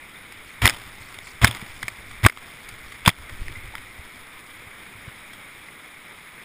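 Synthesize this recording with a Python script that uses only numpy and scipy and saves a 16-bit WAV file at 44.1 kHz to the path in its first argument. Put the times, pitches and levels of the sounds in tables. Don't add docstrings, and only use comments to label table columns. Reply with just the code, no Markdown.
import sys
import numpy as np
from scipy import signal
from scipy.fft import rfft, irfft
from scipy.io import wavfile
from scipy.ndimage import uniform_filter1d

SR = 44100
rng = np.random.default_rng(int(sys.argv[2]) if len(sys.argv) > 2 else 0)


def file_out(sig):
    cols = np.atleast_2d(sig).T
    lim = np.clip(cols, -1, 1)
    pcm = np.round(lim * 32767).astype(np.int16)
    wavfile.write(sys.argv[1], SR, pcm)


N = 284004

# (slap time [s], slap body over 5 ms [dB], slap fizz over 5 ms [dB], slap decay [s],
# slap ring [Hz], spray lead [s], spray on arrival [dB], spray at slap [dB], drizzle [dB],
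# blade hiss [dB], fall-back [dB])
STROKES = [(0.655, -6.5, -13.5, 0.0019, 1930, .038, -26, -19, -25.5, -56, -56),
           (1.4446, -1.5, -7.5, 0.0018, 1500, 0.03, -25.5, -19.5, -22, -51, -56),
           (2.2627, -2, -11.5, 0.002, 1590, .031, -29.5, -18.5, -51, -60, -64),
           (3.0763, -4, -12.5, 0.0031, 1110, 0.024, -35.5, -26, -42, -56, -61)]


def amp(db):
    return 10 ** (np.asarray(db) / 20)


def unit(x):
    return x / np.sqrt(np.mean(x ** 2) + 1e-20)


def spectrum_at(points, hz):
    point_hz, db = np.transpose(points)
    return np.interp(np.log(hz + 1), np.log(point_hz + 1), db)


def level(rows):
    time_s, db = np.transpose(rows)
    return amp(np.interp(np.arange(N) / SR, time_s, db))


def add(mix, time_s, sound):
    part = mix[max(round(time_s * SR), 0):][:len(sound)]
    part += sound[:len(part)]


def lag(x, tau_s):
    pole = np.exp(-1 / (tau_s * SR))
    return signal.lfilter([1 - pole], [1, -pole], x)


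def wander(tau_s):
    return unit(lag(lag(rng.standard_normal(N), tau_s), tau_s))


def dying(t, decay_s):
    return (t >= 0) * np.exp(-np.abs(t) / decay_s)


def minimum_phase(db):
    log_gain = np.r_[db, db[-2:0:-1]] * np.log(10) / 20
    return np.fft.ifft(np.exp(np.conj(signal.hilbert(log_gain)))).real[:len(db)]


def case_db(hz):
    # (centre [Hz], half width [Hz], gain [dB])
    bells = [(1273, 18, 3), (2140, 298, 6), (3626, 563, 10.5), (5070, 430, 5), (5990, 248, -33),
             (6921.0, 420, 5), (8440, 350, 8), (9790, 375, 9), (11990, 860, -24.5), (14230, 320, 5.5)]
    return sum(db * np.exp(-((hz - centre_hz) / width_hz) ** 2) for centre_hz, width_hz, db in bells)


def rapids(patch_db=1.0, flicker_db=0.47, size=512):
    # (frequency [Hz], relative density [dB])
    colour = [(40.0, -14), (130.0, 0.5), (350.0, -3), (700.0, -7), (1250.0, -1), (1700.0, -1.5),
              (2400.0, 0), (2650.0, -7.5), (3700.0, -16), (4300.0, -22), (7500.0, -24), (10000.0, -15.5),
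              (14300.0, -17), (15200.0, -19.5)]
    # (time [s], level [dB])
    flow = [(0, -44.5), (.5, -44), (4.8, -44), (5.3, -43), (5.8, -44.5), (6.44, -44.5)]
    hz = np.fft.rfftfreq(size, 1 / SR)
    framing = dict(nperseg=size, noverlap=size - size // 4)
    frames = signal.stft(rng.standard_normal(N), **framing)[2].T
    patches = uniform_filter1d(rng.standard_normal(frames.shape), size=14, axis=0)
    patches = unit(uniform_filter1d(patches, size=8, axis=1))
    flicker = unit(uniform_filter1d(rng.standard_normal(len(frames)), size=6))[:, None]
    frames *= amp(spectrum_at(colour, hz) + case_db(hz) + patch_db * patches + flicker_db * flicker)
    return level(flow) * unit(signal.istft(frames.T, **framing)[1][:N])


def surge(gain_db=1, lump_db=3, lump_s=0.01):
    # (time [s], level before gain_db [dB])
    swells = [(0.0, -57), (0.55, -52), (0.72, -44.5), (1.16, -54.5), (1.58, -50), (1.85, -47),
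              (2.11, -46.5), (2.42, -56), (3.57, -39.5), (3.84, -49), (4.03, -56), (6.44, -64)]
    # (frequency [Hz], relative density [dB])
    colour = [(10, -1), (25, -5.5), (55, -10.5), (105, -8), (170, -26.5), (350, -25.5), (900, -77)]
    hz = np.fft.rfftfreq(N, 1 / SR)
    lumps = amp(lump_db * np.minimum(wander(lump_s), 1.8))
    rumble = irfft(rfft(lumps * rng.standard_normal(N)) * amp(spectrum_at(colour, hz)), N)
    return amp(gain_db) * level(swells) * unit(rumble)


def bubbles(glide_per_decay=0.034):
    # (time [s], peak [dB], start pitch [Hz], decay [s])
    plops = [(0.159, -40, 3500, 0.0087), (1.882, -16.5, 2180, 0.0026), (2.686, -37, 2190, .006),
             (3.288, -37, 1900, 0.0035), (3.555, -33, 2030, 0.024), (3.739, -33.5, 866, 0.0082),
             (3.752, -37.5, 1370, 0.0071), (5.686, -32.5, 2060, 0.006)]
    t, out = np.arange(3000) / SR, np.zeros(N)
    for time_s, db, hz, decay_s in plops:
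        cycles = np.cumsum(hz * (1 + glide_per_decay * t / decay_s)) / SR
        add(out, time_s, amp(db) * np.exp(-t / decay_s) * np.sin(2 * np.pi * cycles))
    return out


def sprinkle_gain(floor_db=-68.5, blade_lead_s=0.17, blade_width_s=0.036,
                  flight_s=0.38, fall_width_s=0.081):
    t, power = np.arange(N) / SR, amp(floor_db) ** 2
    for slap_s, *_, blade_db, fall_db in STROKES:
        power += amp(blade_db) ** 2 * np.exp(-((t - slap_s + blade_lead_s) / blade_width_s) ** 2)
        power += amp(fall_db) ** 2 * np.exp(-((t - slap_s - flight_s) / fall_width_s) ** 2)
    return np.sqrt(power)


def sprinkle(rate_per_s=1100, spread_db=4.0, decay_cycles=6, band_hz=(4200, 9000), pitches=28):
    t, out = np.arange(700) / SR, np.zeros(N)
    sizes = amp(spread_db * np.minimum(rng.exponential(1, N), 3.5))
    impacts = sizes * (rng.random(N) < rate_per_s / SR)
    pitch_index = rng.integers(0, pitches, N)
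    for k, hz in enumerate(np.geomspace(*band_hz, pitches)):
        envelope = (1 - np.exp(-t * hz)) * np.exp(-t * hz / decay_cycles)
        ping = amp(case_db(hz)) * envelope * np.sin(2 * np.pi * hz * t)
        out += signal.oaconvolve(impacts * (pitch_index == k), ping)[:N]
    return sprinkle_gain() * unit(out)


def thumps(heave_ratio=0.62, lead_s=0.2):
    # (peak time [s], level [dB], main frequency [Hz], swell [s], decay [s], relative heave [dB])
    pushes = [(.652, -12, 107.7, 0.041, 0.013, -4), (1.444, -9, 111.6, 0.029, 0.014, -3),
              (1.491, -18.5, 115, 0.0054, 0.024, -22), (1.627, -33.5, 199, 0.0043, 0.0093, 0),
              (1.842, -34, 112, 0.0061, .016, -19), (2.261, -5, 105, 0.033, 0.0028, -13),
              (3.078, -6, 171, 0.0043, 0.0077, 0), (3.421, -24, 35.3, 0.034, 0.006, -9),
              (3.996, -35.5, 67, .012, 0.019, -10), (4.673, -42, 100, .012, .012, -9),
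              (4.955, -42.5, 103, .009, 0.026, -14), (5.082, -32.5, 118, 0.0099, 0.0094, -9)]
    # (frequency [x main], gain [dB], time scale [x swell and decay])
    modes = [(1, -0.5, 0.88), (1.9, -12, 0.49), (3.2, -23, 0.24)]
    t, out = np.arange(-lead_s, 2 * lead_s, 1 / SR), np.zeros(N)
    for peak_s, db, hz, swell_s, decay_s, heave_db in pushes:
        for ratio, mode_db, time_scale in [(heave_ratio, heave_db, 1)] + modes:
            rise = np.clip(1 + t / (time_scale * swell_s), 0, 1)
            fall = np.exp(-np.maximum(t, 0) / (time_scale * decay_s))
            swing = -np.cos(2 * np.pi * ratio * hz * t)
            add(out, peak_s - lead_s, amp(db + mode_db) * rise * fall * swing)
    return out


def splat_responses(ring_hz=2100, ring_db=0, low_cut_hz=100, high_ring_hz=7000,
                    ring_width_hz=300, split_hz=4200):
    # (frequency [Hz], relative density [dB])
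    impact = [(100.0, 1), (300.0, -1.5), (520.0, -8), (670, -2.5), (850, -3), (1150, 0), (2000.0, -4.5),
              (2800.0, -5.5), (4300.0, -13.5), (7500.0, -23), (11000.0, -21), (15300.0, -20)]
    hz = np.fft.rfftfreq(2048, 1 / SR) + 1
    db = spectrum_at(impact, hz) + np.maximum(case_db(hz), -15)
    db -= 10 * np.log10(1 + (low_cut_hz / (hz + 50)) ** 4)
    db += sum(ring_db / (1 + ((hz - note) / ring_width_hz) ** 2) for note in (ring_hz, high_ring_hz))
    crossover = (hz / split_hz) ** 10
    body_db = db - 20 * np.log10(1 + crossover)
    fizz_db = db + 20 * np.log10(crossover / (1 + crossover) + amp(-64.5))
    return minimum_phase(body_db), minimum_phase(fizz_db)


def splat(body_db, fizz_db, decay_s, ring_hz, stretch=1.39, rise_s=0.00035, ring_db=10, heavy_db=-20):
    t = np.arange(1400) / SR
    grains, sizes = rng.standard_normal((2, len(t)))
    envelope = (1 - np.exp(-t / rise_s)) * np.exp(-(t / (stretch * decay_s)) ** 1.005)
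    force = envelope * np.sign(grains) * np.exp(0.3 * sizes)
    low_cut_hz = 0.38 * ring_hz / (1 + amp(body_db - heavy_db))
    responses = splat_responses(ring_hz, ring_db, low_cut_hz, high_ring_hz=rng.uniform(7530, 11340))
    body, fizz = (signal.fftconvolve(force, response) for response in responses)
    span_gain = np.sqrt(0.005 * SR / len(body))
    return span_gain * (amp(body_db) * unit(body) + amp(fizz_db) * unit(fizz))


def drops():
    # (time [s], body over 5 ms [dB], fizz over 5 ms [dB], decay
    # [s], ring [Hz])
    landings = [(.322, -39, -42.5, 0.0017, 2180), (0.619, -20, -30, 0.0026, 2140),
                (0.666, -12, -16.5, 0.0014, 2010), (0.6753, -8, -12.5, 0.0015, 3670),
                (0.688, -18.5, -27, 0.0014, 2300), (.696, -17.5, -18, 0.0012, 2370),
                (.7035, -22.5, -27, 0.0024, 1900), (1.1424, -41, -43.5, .003, 3700),
                (1.1873, -34, -42, 0.00037, 2000), (1.2703, -36, -46, 0.0045, 2340),
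                (1.416, -23, -37, 0.0015, 2180), (1.4535, -17, -23, 0.00098, 3540),
                (1.47, -14, -22, .0039, 3720), (1.476, -15, -20, 0.003, 2510),
                (1.5112, -21.5, -27, 0.00075, 3400), (1.5486, -29.5, -34, 0.00084, 3750),
                (1.569, -34, -42, 0.0015, 2000), (1.615, -34, -43, 0.0023, 2300),
                (1.8285, -24.5, -33.5, 0.0015, 2030), (1.8811, -27.5, -30.5, 0.0028, 1940),
                (2.112, -38, -44, 0.0037, 2220), (2.2405, -21, -27, 0.003, 1920),
                (2.2494, -12.5, -29, 0.0013, 2060), (2.2843, -25, -32, 0.0019, 2120),
                (2.2968, -20.5, -32.5, 0.0021, 2100), (2.323, -36, -45, .0018, 2300),
                (2.373, -32.5, -44, 0.0011, 1130), (2.688, -39, -36.5, .003, 2280),
                (2.921, -35.5, -45, 0.0046, 2010), (3.051, -29, -39, 0.0015, 2170),
                (3.06, -11.5, -20.5, 0.0035, 3380), (3.0908, -13.5, -21, 0.0018, 2520),
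                (3.099, -23, -31, 0.0015, 3360), (3.294, -34, -47, 0.0043, 1830),
                (3.482, -31.5, -43, 0.00079, 1830), (3.7529, -29.5, -39, 0.00075, 1450),
                (3.781, -38, -48, 0.0017, 2260), (5.085, -40, -56, 0.0092, 1370),
                (5.332, -40, -44.5, 0.0049, 3400)]
    out = np.zeros(N)
    for time_s, *drop in landings:
        add(out, time_s, splat(*drop))
    return out


def spray_gain(sheet_decay_s=0.0056, drizzle_decay_s=0.075, drip_db=-49, drip_decay_s=1, mist_db=-56.5):
    power = amp(mist_db) ** 2
    for slap_s, *_, lead_s, arrival_db, peak_db, drizzle_db, _, _ in STROKES:
        t = np.arange(N) / SR - slap_s
        arriving = (t > -lead_s) * (t < 0) * amp(np.interp(t, [-lead_s, 0], [arrival_db, peak_db]))
        power += arriving ** 2
        tails = (peak_db, sheet_decay_s), (drizzle_db, drizzle_decay_s), (drip_db, drip_decay_s)
        for db, decay_s in tails:
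            power += (amp(db) * dying(t, decay_s)) ** 2
    return np.sqrt(power)


def spray(base_rate_per_s=300, spread_db=2.5, fizz_db=6, thin_db=-52, clump_db=2, clump_s=0.0015):
    gain = spray_gain()
    density = np.maximum(gain / amp(thin_db), 1)
    sizes = amp(spread_db * np.minimum(rng.exponential(1, N), 3.5))
    signs = rng.choice([-1, 1], N)
    hits = rng.random(N) < density * base_rate_per_s / SR
    ticks = sizes * signs * hits / np.sqrt(density)
    clumps = np.minimum(wander(clump_s), 1.5) - 0.5
    ticks *= amp(clump_db * clumps * (1 - 1 / density))
    body, fizz = (signal.oaconvolve(ticks, response)[:N] for response in splat_responses())
    return gain * unit(body + amp(fizz_db) * fizz / density ** 0.16)


def slaps():
    out = np.zeros(N)
    for slap_s, body_db, fizz_db, decay_s, ring_hz, *_ in STROKES:
        add(out, slap_s, splat(body_db, fizz_db, decay_s, ring_hz))
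    return out


def scene():
    mono = rapids() + spray() + sprinkle() + surge() + thumps() + bubbles() + slaps() + drops()
    return np.array([mono, mono])


def record(dry, threshold_db=-16.5, recover_db_per_s=85, sense_s=0.023, react_s=0.036, cutoff_hz=15350):
    power_db = 10 * np.log10(lag(dry[0] ** 2, sense_s) + 1e-12)
    recovery_db = np.arange(N) / SR * recover_db_per_s
    held_db = np.maximum.accumulate(power_db + recovery_db) - recovery_db
    duck_db = lag(np.maximum(held_db - threshold_db, 0), react_s)
    clipped = np.clip(dry * amp(-duck_db), -1, 1)
    low_pass = signal.firwin(511, cutoff_hz, window=("kaiser", 7), fs=SR)
    return signal.oaconvolve(clipped, low_pass[None], "same", axes=1)


dry = scene()
out = record(dry)
file_out(out)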